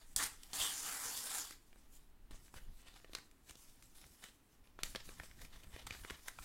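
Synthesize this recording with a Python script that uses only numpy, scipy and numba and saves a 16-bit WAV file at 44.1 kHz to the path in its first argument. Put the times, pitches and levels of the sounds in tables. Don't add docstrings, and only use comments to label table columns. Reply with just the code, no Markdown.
import sys
import numpy as np
from scipy import signal
from scipy.fft import rfft, irfft, next_fast_len
from scipy.io import wavfile
from scipy.ndimage import uniform_filter1d
from numba import njit

SR = 44100
rng = np.random.default_rng(int(sys.argv[2]) if len(sys.argv) > 2 else 0)


def unload_wav(signal):
    wavfile.write(
        sys.argv[1],
        SR,
        np.round(np.clip(np.atleast_2d(signal).T, -1, 1) * 32767).astype(np.int16),
    )


N = 284004

# pitch_hz, relative_level_db (per Hz)
HUSH_COLOUR = [(40, -25.5), (70, -5), (150, -3.5), (280, 2), (550, -10.5), (830, -9), (1500, -13),
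               (2600, -15.5), (6000, -23.5), (11000, -22.5), (16000, -21.5)]
HUSH_DB = -72.5

# time_s, level_db
DESK_SWAY = [(0.0, -86), (0.03, -63), (0.18, -54), (0.29, -58), (1.2, -69.5), (2.35, -55), (2.39, -63),
             (2.69, -51.5), (3.26, -68), (4.03, -64.5), (4.41, -72.5), (4.88, -53.5), (4.97, -66.5),
             (5.09, -52), (5.2, -66), (5.35, -59.5), (6.42, -66), (6.44, -74)]
# time_s, push_db (before the desk rings), push_length_ms
DESK_JOLTS = [(0.164, -45, 8.3), (0.254, -57, 9), (0.61, -49.5, 12), (1.067, -54, 11), (1.378, -59.5, 10),
              (2.335, -47, 14), (2.563, -47, 8.8), (2.689, -48.5, 13), (3.136, -55, 9.7), (3.51, -53.5, 6),
              (3.691, -63, 11), (3.827, -59, 5), (4.059, -57, 20), (4.838, -44.5, 16), (4.897, -48.5, 12),
              (4.964, -47, 4.9), (5.088, -43, 14), (5.201, -45, 7), (5.312, -54, 9.3), (5.425, -42.5, 12),
              (5.565, -49, 10), (5.676, -48, 6.4), (5.744, -45, 8), (5.853, -45, 9), (5.913, -48, 7.6),
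              (6.011, -44.5, 8.8), (6.121, -48, 6.6), (6.409, -46.5, 6.4)]
SHUDDER_RISE_S, SHUDDER_FALL_S, SHUDDER_DB = 0.06, 0.091, -13.5
RUMBLE_DB = -76.5

# loudest_s, hiss_db (skin on paper), crinkle_db (sheet),
# rise_s, fall_s (times for 20 dB)
PAPER_STROKES = [(0.02, -75.5, -71, 1, 0.15), (0.135, -68.5, -79, 0.4, .03), (0.435, -66.5, -71, 0.1, 0.2),
                 (0.52, -64.5, -65, 0.15, 0.7), (1.68, -75.5, -94, 0.1, 0.3), (1.786, -75, -77, 0.1, 0.23),
                 (1.936, -65.5, -75, 0.06, 0.15), (2.309, -68, -62.5, 0, 0.08),
                 (2.35, -69.5, -69.5, -0.02, 0.15), (2.46, -67.5, -74.5, 0.18, 0.08),
                 (2.544, -66.5, -65.5, -0.04, 0.2), (2.574, -67, -62, .08, 0.07),
                 (2.82, -68, -74, 0.24, -0.04), (2.888, -81, -66, 0.3, 0.14),
                 (2.957, -73, -68.5, 0.15, 0.25), (3.12, -71, -78, 0.07, 0.4), (3.174, -71, -61, 0.1, 0.09),
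                 (3.497, -66, -63, 0.08, .1), (3.57, -65, -73, 0, 0.5), (3.824, -66, -74, -0.1, 0.18),
                 (3.954, -64.5, -71, 0.02, 0.5), (4.244, -65, -60, 0.12, 0.14),
                 (4.522, -78, -78.5, .1, .12), (4.64, -78, -76.5, -0.2, 0.18),
                 (4.794, -85, -62, 0.03, 0.13), (4.845, -56, -58, .01, 0.18), (4.95, -70, -59, .03, 0.17),
                 (5.058, -62.5, -62, 0.04, 0.2), (5.2, -66.5, -60, 0.11, 0.08),
                 (5.24, -62.5, -61.5, .04, 0.13), (5.422, -61.5, -58.5, 0.1, .1),
                 (5.53, -71, -65, 0.07, 0.35), (5.644, -65.5, -66, .05, -0.1),
                 (5.765, -66.5, -57.5, 0.22, 0.18), (5.868, -57, -56.5, -0.02, .04),
                 (5.912, -70, -58, 0.05, 0.18), (6.02, -62.5, -61.5, .2, 0.23),
                 (6.104, -69, -55.5, 0.12, 0.13), (6.17, -65.5, -72, 0.04, .05),
                 (6.28, -57, -56, 0.08, 0.04), (6.33, -70, -72, 0.4, 0.8), (6.429, -57, -59, 0.05, 1)]
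CRINKLE_RISE, CRINKLE_FALL = 0.48, 0.8
# pitch_hz, width_hz, level_db
SHEET_RINGS = [(1844, 200, -2.5), (2950, 140, -1.5), (3560, 290, -7)]

ROOM_T60_S, ROOM_WET_DB = 0.34, -13.5
ROOM_CENTRE_HZ, ROOM_WIDTH_HZ = 3500, 14000

# start_s, peak_db (of the ring), ring_hz, treble_db and knock_db (relative to peak_db),
# ring_width (share of ring_hz)
CREASE_CRACKS = [(0.162, -25, 6300, 6, -22.5, 1.1), (0.433, -44.5, 2960, 2, -27, 0.36),
                 (0.502, -60, 4230, -9, -8, 0.8), (0.532, -30.5, 4600, -18, -14, 0.6),
                 (1.508, -43, 1650, 2, -9, 1.1), (1.728, -55, 2300, -22, -7, 0.55),
                 (1.758, -58.5, 1110, -11, -1, 0.9), (2.309, -49, 1220, -5, -1, 1.7),
                 (2.316, -57, 1170, -14, 2, 0.8), (2.343, -56.5, 829, -4, -19, 0.8),
                 (2.48, -58.5, 1600, -13, -21, 0.69), (2.54, -45, 1170, -4, -6, 0.54),
                 (2.864, -61, 3830, -13, 0, 0.8), (2.94, -54, 3920, -14, -6, 0.64),
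                 (2.999, -55, 1600, -23, -5, 0.8), (3.045, -48, 1850, -19, -2, 0.8),
                 (3.095, -62.5, 929, -4, 11.5, 0.79), (3.133, -41.5, 3200, -8, -8, 0.52),
                 (3.15, -29, 3380, -18, -17, 1.1), (3.184, -48, 1350, -0.5, -1.5, 0.52),
                 (3.312, -61, 2400, 3, -22, 0.61), (3.495, -48.5, 2900, 3, -6.5, 0.56),
                 (3.508, -48.5, 1370, 6, -16, 0.88), (3.554, -46, 3940, -8, -8, 0.8),
                 (3.824, -51, 1970, -2, -23, 1.2), (4.014, -54, 3530, 4, -23, 0.8),
                 (4.04, -49.5, 1810, -15, -14, 0.63), (4.065, -54, 5160, -1, -6.5, 1),
                 (4.239, -41.5, 1700, -4, -11.5, 1.0), (4.285, -50.5, 3310, -18, -9, 0.8),
                 (4.672, -58.5, 2950, -18, -3, 0.67), (4.789, -41, 1350, -30, -4, 0.61),
                 (4.833, -25.5, 3000, -3, -17.5, 1.4), (4.949, -33, 1420, -12, -9.5, 0.44),
                 (4.958, -30, 3050, -19, -8, 1), (5.09, -46.5, 1790, -6.5, 1.5, 0.61),
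                 (5.198, -35.5, 1860, -35, -9.5, 0.3), (5.234, -47, 1700, -20, -5, 0.8),
                 (5.312, -49, 2150, -22.5, -21, 0.92), (5.416, -50, 2050, 5, -21, 0.71),
                 (5.449, -47.5, 2340, -2, -10, 0.5), (5.634, -50.5, 3060, -11, -9, 0.66),
                 (5.762, -43.5, 1850, -12, -0.5, 0.74), (5.867, -44, 6900, 3.5, -9, 0.79),
                 (5.907, -32.5, 2360, -38, -16, 0.44), (5.949, -44, 1240, -19, -7, 1),
                 (6.036, -51, 1800, -19, -11, 0.9), (6.048, -37.5, 1730, -20, -8.5, 1.2),
                 (6.099, -35.5, 1730, -29, -22, 0.65), (6.106, -34.5, 1840, -7.5, -7, 0.28),
                 (6.282, -33, 1820, -2, -17, 0.23), (6.387, -38, 1320, -27, -33, 0.22)]
CRACK_DECAY_MS = 2

# time_s, hiss_db (fibres), body_db (flap, relative to hiss),
# flap_ring_hz, upper_ring_db (relative to hiss)
TEAR_PULLS = [
    [(0.165, -40, -12, 2000, -20), (0.175, -42.5, -21, 1900, -15), (0.203, -43, -1.5, 1480, -5),
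     (0.24, -42.5, -6, 1460, -8.5), (0.303, -61.5, -3.5, 1570, -15), (0.42, -77.5, -6, 1700, -4)],
    [(0.535, -46.5, -6.5, 2680, -19), (0.569, -42.5, -12, 3270, -9), (0.615, -41.5, -13, 3460, 2),
     (0.665, -42.5, -9, 3200, -6), (0.713, -47.5, -8.5, 2690, -8), (0.82, -49, -10, 1740, -18),
     (0.87, -45.5, -5.5, 1320, -19), (0.934, -45.5, -7.5, 1300, -19), (0.982, -48, -11.5, 1380, -24),
     (1.09, -46.5, -7, 1380, -18), (1.13, -44.5, -11.5, 2770, -10), (1.2, -48, -13.5, 3100, -12.5),
     (1.29, -46.5, -11, 2020, -14), (1.394, -45.5, -9, 2000, -16), (1.44, -51.5, -9.5, 2300, -13),
     (1.52, -59, -7.5, 1780, -11), (1.6, -80, -4.5, 1800, -8)],
]
# pitch_hz, relative_level_db (per Hz)
FIBRE_COLOUR = [(1470, -13), (2500, -15.5), (4690, -2.5), (6060, -3.5), (7420, -0.5), (13900, -6),
                (16000, -14)]
# pitch_hz, width_hz, level_db
POCKET_RINGS = [(293.3, 25, 2.5), (466, 28, 0.5), (860, 97, -4)]
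TORN_EDGE_HZ = 7230

PHONE_TOP_HZ = 15850


def undb(db):
    return 10 ** (np.asarray(db) / 20)


def unit(x):
    return x / np.sqrt(np.mean(x ** 2))


@njit
def svf(x, hz, width):
    y, b, l = np.empty(len(x)), 0., 0.
    for i in range(len(x)):
        g = np.tan(np.pi * hz[i] / SR)
        k = width[i] / hz[i]
        v = (b + g * (x[i] - l)) / (1 + g * (g + k))
        b, l, y[i] = 2 * v - b, l + 2 * g * v, k * v
    return y


def ring(x, hz, width_hz):
    one = np.ones(len(x))
    pitch = np.clip(hz * one, 10., SR * .4)
    return svf(x + 1e-18, pitch, width_hz * one)


def rings(x, table):
    return sum(undb(db) * ring(x, hz, width_hz) for hz, width_hz, db in table)


def colour(x, points):
    hz, db = np.transpose(points)
    size = next_fast_len(len(x))
    f = np.arange(size // 2 + 1) * SR / size + 1
    gain = undb(np.interp(np.log(f), np.log(hz), db))
    return unit(irfft(rfft(x, size) * gain, size)[:len(x)])


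def track(tables):
    t = np.arange(N) / SR
    s, *columns = np.transpose(np.vstack(tables))
    curves = [np.interp(t, s, c) for c in columns]
    is_open = sum((t >= rows[0][0]) & (t <= rows[-1][0] + .03) for rows in tables) > 0
    return uniform_filter1d(is_open * 1., 64), curves


def walk(rate):
    k = int(SR / rate)
    held = np.repeat(rng.standard_normal(N // k + 1), k)
    return uniform_filter1d(held, k)[:N]


def grains(per_s, spread_db, share):
    size_db = spread_db * np.minimum(rng.exponential(size=N), 3)
    happens = rng.random(N) < per_s / SR
    snaps = happens * undb(size_db) * np.sign(rng.standard_normal(N))
    share = np.clip(share, 0, 1)
    return np.sqrt(share) * unit(snaps) + np.sqrt(1 - share) * rng.standard_normal(N)


def swells(times, levels_db, rises, falls):
    t = np.arange(N) / SR
    power = 0
    for s, db, rise, fall in np.broadcast(times, levels_db, rises, falls):
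        before, after = (s - t) / max(rise, .003), (t - s) / max(fall, .003)
        power = power + undb(2 * (db - 20 * np.where(t < s, before, after)))
    return np.sqrt(power)


def hush():
    return undb(HUSH_DB) * colour(rng.standard_normal(N), HUSH_COLOUR)


def desk():
    _, (sway_db,) = track([DESK_SWAY])
    s, push_db, _ = np.transpose(DESK_JOLTS)
    t = np.arange(N) / SR
    sway = unit(ring(ring(ring(rng.standard_normal(N), 5.4, 24.8), 12., 27.0), 5.6, 55.0))
    dull = unit(ring(ring(rng.standard_normal(N), 50., 70.7), 70., 180.0))
    dull = dull * undb(1.7 * walk(30))
    pushes = sum(undb(db) * np.exp(-((t - at) / (ms / 2e3)) ** 2) for at, db, ms in DESK_JOLTS)
    shudder = swells(s, push_db + SHUDDER_DB, SHUDDER_RISE_S, SHUDDER_FALL_S)
    dull_level = undb(RUMBLE_DB) + shudder
    return undb(sway_db) * sway + ring(pushes, 35., 120.) + dull_level * dull


def slide():
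    s, hiss_db, crinkle_db, rise, fall = np.transpose(PAPER_STROKES)
    hiss = unit(ring(grains(per_s=1400, spread_db=3.5, share=0.27), 8360.0, 11000.0))
    hiss = hiss * undb(1.9 * walk(44))
    ticks = grains(per_s=300, spread_db=2.0, share=0.29) * undb(3.8 * walk(90))
    crinkle = unit(ring(ticks, 1200.0, 2500.0)) + undb(-10.5) * unit(rings(ticks, SHEET_RINGS))
    hiss_level = swells(s, hiss_db, rise, fall)
    crinkle_level = swells(s, crinkle_db, CRINKLE_RISE * rise, CRINKLE_FALL * fall)
    return hiss_level * hiss + crinkle_level * crinkle


def patchy(x, depth_db, rate):
    bands = 500 * 2 ** (np.arange(24) / 5)
    return x + sum((undb(depth_db * walk(rate)) - 1) * ring(x, hz, hz / 9) for hz in bands)


def room(x):
    t = np.arange(int(.6 * SR)) / SR
    fade = np.exp(-np.log(1000) * t / ROOM_T60_S)
    onset = 1 - np.exp(-(t / 0.002) ** 2)
    tail = ring(rng.standard_normal(len(t)) * fade * onset, ROOM_CENTRE_HZ, ROOM_WIDTH_HZ)
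    tail = tail / np.sqrt(np.sum(tail ** 2))
    return undb(ROOM_WET_DB) * signal.fftconvolve(x, tail)[:N]


def peak(x):
    return x / np.abs(x).max()


def cracks():
    out = np.zeros(N + SR)
    t = np.arange(int(.04 * SR)) / SR
    age = t / 1e-3 / CRACK_DECAY_MS
    shape = (1 - np.exp(-age / 0.33)) * np.exp(-age)
    for s, db, hz, treble_db, knock_db, wide in CREASE_CRACKS:
        rattle, edge = rng.standard_normal((2, len(t)))
        tone = peak(ring(ring(shape * rattle, hz, max(wide, .1) * hz), hz, 2.24 * hz))
        bright = peak(ring(ring(shape * edge, 7600.0, 9000.), 8000., 12000.))
        knock = peak(ring(ring(shape * (1 + 1.5 * edge), 484.0, 500.), 340.0, 902.0))
        i = int(s * SR)
        out[i:i + len(t)] += undb(db) * (tone + undb(treble_db) * bright + undb(knock_db) * knock)
    return out[:N]


def tear():
    gate, (hiss_db, body_db, flap_hz, upper_db) = track(TEAR_PULLS)
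    stutter = undb(0.99 * walk(500) + 1.42 * walk(89.9))
    fine = stutter * grains(per_s=2000, spread_db=1.5, share=0.49)
    coarse = stutter * grains(per_s=1200, spread_db=2.0, share=0.43)
    upper_snaps = stutter * grains(per_s=1500, spread_db=5.0, share=.5)

    torn_edge = unit(ring(fine, TORN_EDGE_HZ, 1407.0))
    hiss = colour(fine, FIBRE_COLOUR) + undb(-16) * torn_edge
    body = unit(ring(ring(coarse, 1290.0, 1650.0), 1270.0, 2000.0))
    flap = unit(ring(coarse, flap_hz, flap_hz / 7))
    pocket = unit(rings(coarse, POCKET_RINGS))
    low = body + undb(-15) * flap + undb(-9) * pocket
    upper = unit(ring(ring(upper_snaps, 3370.0, 901.0), 3330.0, 1300.))
    return gate * undb(hiss_db) * (hiss + undb(body_db) * low + undb(upper_db) * upper)


def scene():
    paper = patchy(tear() + slide(), depth_db=3.5, rate=18) + cracks()
    return (paper + room(paper) + desk() + hush())[None]


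def record(dry):
    top_cut = signal.ellip(10, .2, 70, PHONE_TOP_HZ, fs=SR, output="sos")
    return signal.sosfilt(top_cut, dry)


dry = scene()
out = record(dry)
unload_wav(out)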